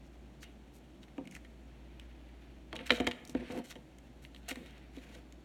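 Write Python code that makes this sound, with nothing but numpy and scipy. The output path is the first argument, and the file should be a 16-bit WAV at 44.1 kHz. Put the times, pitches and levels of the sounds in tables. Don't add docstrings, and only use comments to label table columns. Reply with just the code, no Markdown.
import sys
import numpy as np
from scipy import signal
from scipy.fft import rfft, irfft
from scipy.io import wavfile
from scipy.ndimage import uniform_filter1d

SR = 44100
rng = np.random.default_rng(int(sys.argv[2]) if len(sys.argv) > 2 else 0)


def pcm_store(signal):
    levels = np.round(np.clip(np.atleast_2d(signal), -1, 1) * 32767)
    wavfile.write(sys.argv[1], SR, levels.astype(np.int16).T)


N = 240212
TIME = np.arange(N) / SR

# f/Hz, level/dB
AIR_EQ = [(20, -34), (28, -11), (45, -0.5), (75, 3.5), (100, -12.5), (135, 7.5), (160, -1.5), (185, 3),
          (230, 2.5), (320, 3), (430, -8), (700, -7.5), (1100, -18.5), (3200, -22), (4800, -27.5),
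          (6400, -31), (16000, -44.5)]
# t/s, level/dB
HUM_LEVELS = [(0.0, -57), (0.04, -56), (1.14, -60.5), (1.27, -83), (1.35, -56.5), (2.05, -52.5),
              (2.81, -56.5), (3.03, -53.5), (3.14, -70), (3.46, -55), (3.52, -63.5), (4.23, -57),
              (5.37, -56.5), (5.45, -61)]
# t/s, length/s, rustle/dB, fizz/dB
RUSTLE_SWELLS = [(0.405, 0.13, -59.5, -88), (1.67, 1.0, -71, -84), (2.705, 0.43, -57, -72),
                 (3.332, 0.36, -56.5, -74), (4.484, 0.49, -65, -87), (4.909, 0.39, -63, -68.5)]
# f/Hz, level/dB
RUSTLE_EQ = [(300, -12), (1100, -5), (1700, 3), (2500, 4), (3400, -2.5), (4200, -8), (5000, -10.5),
             (9000, -14.5), (17000, -72)]
SCRAPE_EQ = [(300, -7), (800, -6), (1100, -29), (1500, 7.5), (1850, -20), (2200, 1.5), (3200, 0.5),
             (4200, 1), (5000, -22), (9000, -43), (17000, -40)]
FIZZ_EQ = [(1500, -11.5), (4000, -2), (5000, -3), (7000, -7.5), (9000, -11), (12000, -10.5), (15000, -20),
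           (17500, -18)]
CRACK_EQ = [(300, -32), (900, 1), (1500, 2.5), (2000, 0.5), (2550, 6.5), (3200, 4), (4200, -1.5),
            (5000, -4), (7000, -32), (16000, -90.5)]
SNAP_EQ = [(1500, -51), (4000, -15), (5000, -4.5), (5700, -5.5), (7000, -4.5), (9000, -10.5), (10300, -11),
           (12000, -18), (15000, -20), (17500, -33)]
# t/s, length/s, scrape/dB, fizz/dB, crest/share of length, fizz f/Hz, ring f/Hz
CARD_STROKES = [(0.022, 0.062, -88, -72.5, 0.7, 6200, 3000), (0.404, 0.04, -66, -56.5, 0.83, 5870, 2550),
                (0.423, 0.026, -56, -65, 0.6, 10000, 2800), (0.726, 0.069, -90, -65.5, 0.55, 10100, 2550),
                (1.01, 0.044, -68, -70, 0.5, 6200, 3700), (1.078, 0.016, -62.5, -76, .45, 6500, 2200),
                (1.3, 0.084, -59, -61.5, 0.7, 7200, 2200), (2.856, 0.033, -47.5, -53.5, 0.37, 7700, 2530),
                (2.886, 0.12, -43.5, -51.5, 0.46, 7000, 2550), (3.291, 0.048, -82, -61.5, 0.2, 7850, 2550),
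                (3.477, 0.097, -57.5, -63.5, 0.48, 8100, 2500),
                (3.545, 0.061, -57, -61.5, 0.63, 9500, 2500), (3.637, 0.028, -55, -57, 0.64, 8000, 3740),
                (3.653, 0.074, -57.5, -60.5, 0.6, 8300, 3830), (3.692, 0.04, -54, -56, 0.53, 6160, 2780),
                (4.217, 0.07, -67, -66, 0.17, 9460, 2570), (4.354, 0.051, -70, -69, 0.2, 8800, 2550),
                (4.406, 0.084, -62.5, -75, 1, 7040, 2930), (4.482, 0.024, -39.5, -43, 0.39, 9000, 2580),
                (4.497, 0.027, -41, -48, 0.5, 8500, 2600), (4.594, 0.15, -61, -73, 0.46, 6000, 3300),
                (4.94, 0.06, -63.5, -79, 0.75, 7000, 2550), (5.125, 0.047, -56.5, -63, 0.5, 7000, 2550)]
# f/Hz, level/dB
CARD_MODES = [(1335, -3.5), (1560, -6.5), (1812, 3), (1960, 3), (2140, 3), (2331, -1), (2680, -6),
              (2890, 0), (3190, 2), (3769, 1.5), (4200, -7)]
# t/s, level/dB, snap/dB, t60/s (short when pinched, long when free),
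# centre f/Hz, fall-off/(dB per octave)
CARD_FLICKS = [(0.429, -58, -77, 0.065, 1490, 59), (0.4307, -54, -58, 0.03, 2620, 22),
               (0.441, -59.5, -71, 0.16, 2800, 72), (1.0313, -58, -78, 0.006, 3820, 16),
               (1.0377, -64, -72, 0.0067, 3200, 9.4), (1.18, -54.5, -72, 0.021, 2650, 34),
               (1.254, -59, -70, 0.022, 2340, 66), (1.274, -52, -61.5, 0.014, 2430, 49),
               (1.312, -60, -58.5, .04, 2580, 48), (1.323, -56.5, -65, 0.034, 2200, 35),
               (1.351, -48.5, -54, 0.01, 2340, 29), (1.365, -49.5, -62, 0.015, 1920, 53),
               (1.448, -56, -70, 0.039, 2030, 7.5), (1.997, -51.5, -62, 0.0052, 2970, 15),
               (2.729, -42, -61.5, 0.0087, 2790, 1.5), (2.7542, -61, -58, .01, 3500, 8.8),
               (2.758, -46, -65, .006, 3060, 9.7), (2.764, -42.5, -55.5, 0.013, 3220, 59),
               (2.79, -45, -73, 0.065, 2300, 4.9), (2.867, -50, -52, .012, 3200, 8),
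               (2.875, -54, -56, 0.017, 1650, 20), (2.896, -39, -73, 0.013, 2980, 6.3),
               (2.905, -19, -48.5, 0.021, 2060, 4.1), (2.9079, -26.5, -47, 0.017, 3080, 12),
               (2.919, -37, -50, 0.028, 2300, 3.9), (3.0006, -36, -52.5, 0.031, 2460, 8.5),
               (3.006, -48, -53, 0.01, 2500, 6), (3.045, -55, -64, .012, 2600, 8),
               (3.0685, -32, -48, 0.036, 2280, 2.7), (3.0726, -28.5, -42.5, 0.024, 2670, 1.6),
               (3.085, -62, -58, .012, 2600, 6), (3.1119, -38.5, -57, 0.021, 2730, 2.6),
               (3.117, -41, -61, 0.0066, 2950, 7.8), (3.2512, -59.5, -54, .0096, 4100, 32),
               (3.2753, -68, -55, 0.024, 4000, 20), (3.283, -73, -62, .01, 4000, 20),
               (3.296, -57, -52, 0.013, 2970, 15), (3.3492, -46.5, -66, 0.04, 1660, 9.4),
               (3.502, -65, -70, 0.018, 1980, 8.6), (3.5077, -50, -68, 0.017, 2200, 7),
               (3.5133, -58, -66, 0.0058, 3240, 8), (3.521, -66, -58, .01, 3700, 15),
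               (3.545, -60, -68, .008, 3200, 6.7), (3.575, -54, -63, .008, 2800, 10),
               (3.589, -54, -63, .008, 2600, 5.6), (3.701, -56, -62, 0.011, 3000, 8),
               (3.7132, -49, -63, 0.0087, 1830, 14), (3.725, -55, -64, .008, 2780, 6),
               (3.7556, -53, -69, 0.036, 2650, 14), (3.763, -63.5, -73, 0.013, 2650, 7.2),
               (3.985, -63, -62.5, 0.034, 2620, 10), (4.25, -50.5, -74.5, 0.014, 2190, 8.6),
               (4.3473, -53.5, -67.5, 0.0066, 3640, 7.9), (4.362, -54, -80, 0.0085, 3730, 9.4),
               (4.4888, -53, -44, 0.015, 2900, 5.4), (4.5132, -42, -66, 0.044, 1690, 5.7),
               (4.526, -56, -59, 0.018, 3200, 8.7), (4.557, -47, -58, 0.035, 1680, 3.7),
               (4.661, -57, -66, .025, 2200, 3.7), (4.708, -68, -69, .01, 3220, 8),
               (4.78, -65, -68, 0.013, 3250, 8), (4.9668, -58, -66, .012, 2400, 5.3),
               (4.984, -59, -81, 0.013, 2410, 8.9), (5.324, -61, -61.5, .02, 4180, 5.4)]
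# f/Hz, level/dB, t60/s
TABLE_MODES = [(88, -6, .13), (185, -18, .14), (222, -12, .08), (249, 2.5, .115), (290, -11, .08),
               (350, -3.5, .08), (405, -8, .07), (491, -1.5, .15), (645, -13, .1), (705, -5.5, .12),
               (790, -12, .06), (872, -8, .1), (990, -19, .05), (1085, -13, .06)]
# t/s, length/s, level/dB, centre f/Hz, fall-off/(dB per octave), crest/share of length
TABLE_DRAGS = [(1.179, 0.19, -55.5, 170, 53, 0.9), (2.728, 0.11, -49.5, 490, 4.5, 0),
               (2.892, 0.15, -52.5, 810, 17, 0.8), (3.339, 0.093, -46, 288, 11, 1),
               (3.495, 0.11, -42.5, 434, 6.5, 0.66), (4.482, 0.015, -49.5, 705, 29, .5),
               (4.555, 0.13, -57.5, 354, 11, 0.1), (5.018, 0.16, -62.5, 400, 5, .8)]
# t/s, level/dB, centre f/Hz, fall-off/(dB per octave), pitch/ratio
TABLE_KNOCKS = [(1.182, -38, 257, 3, 1.05), (1.211, -46.5, 260, 18, 1.04), (2.729, -44, 520, 1, 1.27),
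                (2.905, -30, 527, 3.5, 1), (2.92, -33.5, 330, 13, 0.91), (3.003, -29, 268, 4, 1),
                (3.045, -39.5, 248, 27, 0.98), (3.071, -31.5, 420, 0, 0.99), (3.294, -48.5, 275, 13, 1),
                (3.351, -29, 255, 12, 1.02), (3.395, -64, 252, 5, 2), (3.422, -48, 310, 14, 1.34),
                (3.501, -43, 450, -1, 1), (3.577, -40, 280, 18, 1.09), (3.758, -48, 302, 6.5, 1),
                (4.514, -43, 314, 6, 1.04), (4.571, -46.5, 264, 18, 0.98), (4.973, -44, 259, 11.5, 1.03),
                (5.155, -57, 450, 18, 1.01)]
# f/Hz, t60/s
ROOM_DECAY = [(150, 0.67), (500, 0.84), (2500, 0.86), (5000, 0.43), (14000, 1)]
# delay/s, level/dB
REFLECTIONS = [(.0032, -30), (.0075, -20), (0.017, -19)]
# f/Hz, Q
MIC_DIPS = [(4950, 10.7), (10300, 19)]


def amp(db):
    return 10 ** (np.asarray(db) / 20)


def unit_rms(x, head=None):
    return x / np.sqrt(np.mean(x[:head] ** 2) + 1e-20)


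def level_at(curve, hz):
    f, value = np.transpose(curve)
    return np.interp(np.log(hz + 1), np.log(f + 1), value)


def add(mix, s, sound):
    part = mix[max(round(s * SR), 0):][:len(sound)]
    part += sound[:len(part)]


def cut(x, hz, kind, order):
    return signal.sosfilt(signal.butter(order, hz, kind, fs=SR, output="sos"), x)


def colour(x, eq, centre_hz=1000, slope_db=0, size=4096):
    hz = abs(np.fft.fftfreq(size, 1 / SR))
    gain_db = level_at(eq, hz) - slope_db * abs(np.log2((hz + 1) / centre_hz))
    log_gain = np.log(amp(np.maximum(gain_db, -110)))
    taps = np.fft.ifft(np.exp(signal.hilbert(log_gain).conj())).real[:size // 2]
    return signal.oaconvolve(x, taps)[:len(x)]


def air_and_hum(air_db=-57.5, hum_hz=58.5):
    air_tone = amp(level_at(AIR_EQ, np.fft.rfftfreq(N, 1 / SR)))
    air = irfft(rfft(rng.standard_normal(N)) * air_tone, N)
    hum = np.sqrt(2) * np.sin(2 * np.pi * hum_hz * TIME)
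    hum_db = np.interp(TIME, *np.transpose(HUM_LEVELS))
    return amp(air_db) * unit_rms(air) + amp(hum_db) * hum


def friction(per_s, spread_db, hiss=0):
    sizes = amp(spread_db * np.minimum(rng.exponential(1, N), 4))
    slips = rng.standard_normal(N) * sizes * (rng.random(N) < per_s / SR)
    return unit_rms(unit_rms(slips) + hiss * rng.standard_normal(N))


def pressure(depth_db, size=440):
    wander = uniform_filter1d(uniform_filter1d(rng.standard_normal(N), size), size)
    return amp(depth_db * unit_rms(wander))


def rustling(held_rustle_db=-75.5, held_fizz_db=-80, crinkle_db=-17, rise_s=0.045, fall_s=0.18):
    rustle, fizz = amp(held_rustle_db), amp(held_fizz_db)
    for s, length, rustle_db, fizz_db in RUSTLE_SWELLS:
        swell = np.clip(np.minimum((TIME - s) / rise_s, (s + length - TIME) / fall_s), 0, 1)
        rustle = np.hypot(rustle, amp(rustle_db) * swell)
        fizz = np.hypot(fizz, amp(fizz_db) * swell)
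    weave = friction(per_s=5100, spread_db=2, hiss=3.3) * pressure(depth_db=2)
    fibres = unit_rms(weave) + amp(crinkle_db) * friction(per_s=45, spread_db=3)
    return rustle * unit_rms(colour(fibres, RUSTLE_EQ)) + fizz * unit_rms(colour(fibres, SNAP_EQ))


def stroke_speed(s, length, crest):
    return np.interp(TIME, [s, s + length * np.clip(crest, .05, .95), s + length], [0, 1, 0])


def card_ring(centre_hz, t60, slope_db, faint_db=-20, faint_t60=0.011):
    t = np.arange(SR // 5) / SR
    detune = 1 + 0.0025 * rng.standard_normal(len(CARD_MODES))
    phases = 2 * np.pi * rng.random(len(CARD_MODES))
    ring = sum(amp(db - slope_db * abs(np.log2(hz / centre_hz))) * np.sin(2 * np.pi * hz * d * t + p)
               for (hz, db), d, p in zip(CARD_MODES, detune, phases))
    fade = amp(-60 * t / max(t60, .006)) + amp(faint_db - 60 * t / faint_t60)
    return cut(cut(ring * fade, 5380, "low", order=8), 450, "high", order=2)


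def card_slides(speed_power=0.8, ring_db=-2):
    grain = friction(per_s=7000, spread_db=4, hiss=0.6) * pressure(depth_db=1.8, size=110)
    crackle = friction(per_s=350, spread_db=2)
    slips = unit_rms(grain + .55 * crackle)
    rub = unit_rms(colour(slips, SCRAPE_EQ))
    out = np.zeros(N)
    for s, length, scrape_db, fizz_db, crest, fizz_hz, ring_hz in CARD_STROKES:
        speed = stroke_speed(s, length, crest)
        on = speed > 0
        ring = signal.oaconvolve(slips[on], card_ring(ring_hz, t60=0.034, slope_db=5))[:on.sum()]
        scrape = unit_rms(rub[on] + amp(ring_db) * unit_rms(ring))
        fizz = unit_rms(colour(slips[on], FIZZ_EQ, fizz_hz, slope_db=7))
        out[on] += speed[on] ** speed_power * (amp(scrape_db) * scrape + amp(fizz_db) * fizz)
    return out


def card_ticks(crack_db=-3, crack_t60=0.018, snap_t60=0.011):
    out, t = np.zeros(N), np.arange(SR // 5) / SR
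    attack = 265
    for s, db, snap_db, t60, centre_hz, slope_db in CARD_FLICKS:
        crack, snap = rng.standard_normal((2, len(t)))
        crack = unit_rms(colour(crack * amp(-60 * t / crack_t60), CRACK_EQ, centre_hz, slope_db), attack)
        snap = unit_rms(colour(snap * amp(-60 * t / snap_t60), SNAP_EQ), attack)
        body = unit_rms(card_ring(centre_hz, t60, slope_db), attack) + amp(crack_db) * crack
        add(out, s, amp(db) * unit_rms(body, attack) + amp(snap_db) * snap)
    return out


def table_ring(centre_hz, sustain, slope_db, pitch, bend=0, bend_s=0.003, size=14700):
    t = np.arange(size) / SR
    bent_time = pitch * (t + bend * bend_s * (1 - np.exp(-t / bend_s)))
    spot_dbs = 2.27 * rng.standard_normal(len(TABLE_MODES))
    ring = np.zeros(size)
    for (hz, db, t60), spot_db in zip(TABLE_MODES, spot_dbs):
        mode_db = db + spot_db - slope_db * abs(np.log2(hz / centre_hz))
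        swell = 1 - np.exp(-t * hz / 0.27)
        ring += amp(mode_db - 60 * t / (t60 * sustain)) * swell * np.sin(2 * np.pi * hz * bent_time)
    return cut(ring, 61, "high", order=2)


def table_drags(speed_power=0.24, sustain=0.8, spot_s=0.02, spot_detune=0.018):
    slips = friction(per_s=2300, spread_db=2, hiss=0.31) * pressure(depth_db=4.5, size=150)
    out, step = np.zeros(N), round(spot_s * SR)
    for s, length, db, centre_hz, slope_db, crest in TABLE_DRAGS:
        speed = stroke_speed(s, length, crest)
        push = (slips * speed ** speed_power)[speed > 0]
        grumble = np.zeros(SR // 2)
        for k, detune in enumerate(spot_detune * rng.standard_normal(10)):
            spot = table_ring(centre_hz, sustain, slope_db, 1 + detune, size=5000)
            add(grumble, k * spot_s, signal.fftconvolve(push[k * step:(k + 1) * step], spot))
        add(out, s, amp(db) * unit_rms(grumble, head=len(push)))
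    return out


def table_knocks(firm_hz=394, sway_hz=56.2, sway_db=-27, sway_t60=0.4):
    out, t = np.zeros(N), TIME[:SR]
    sway_envelope = amp(sway_db - 60 * t / sway_t60) * (1 - np.exp(-t * sway_hz))
    sway = sway_envelope * np.sin(2 * np.pi * sway_hz * t)
    for s, db, centre_hz, slope_db, pitch in TABLE_KNOCKS:
        sustain = 0.97 * (centre_hz / firm_hz) ** 0.31
        soft_db = 21 * np.log2(firm_hz / centre_hz)
        ring = table_ring(centre_hz, sustain, slope_db, pitch, bend=0.49)
        add(out, s, amp(db) * unit_rms(ring, head=700))
        add(out, s, amp(db + soft_db) * sway)
    return out


def room(x, tail_db=-15, build_s=0.004):
    hz, t, bands = signal.stft(rng.standard_normal(SR * 3 // 4), SR, nperseg=256)
    bands = bands * amp(-60 * t / level_at(ROOM_DECAY, hz)[:, None]) * (1 - np.exp(-t / build_s))
    tail = signal.istft(bands, SR, nperseg=256)[1]
    response = amp(tail_db) * tail / np.linalg.norm(tail)
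    for delay, db in REFLECTIONS:
        add(response, delay, amp([db]))
    return x + signal.oaconvolve(x, response)[:N]


def scene():
    handling = card_ticks() + table_knocks() + card_slides() + table_drags()
    return (room(handling) + rustling() + air_and_hum())[None]


def record(dry, top_hz=17200):
    for hz, q in MIC_DIPS:
        notched = signal.lfilter(*signal.iirnotch(hz, q, fs=SR), dry)
        dry = .68 * notched + .32 * dry
    high_cut = signal.firwin(511, top_hz, window=("kaiser", 9), fs=SR)
    return signal.oaconvolve(dry, high_cut[None], "same")


dry = scene()
out = record(dry)
pcm_store(out)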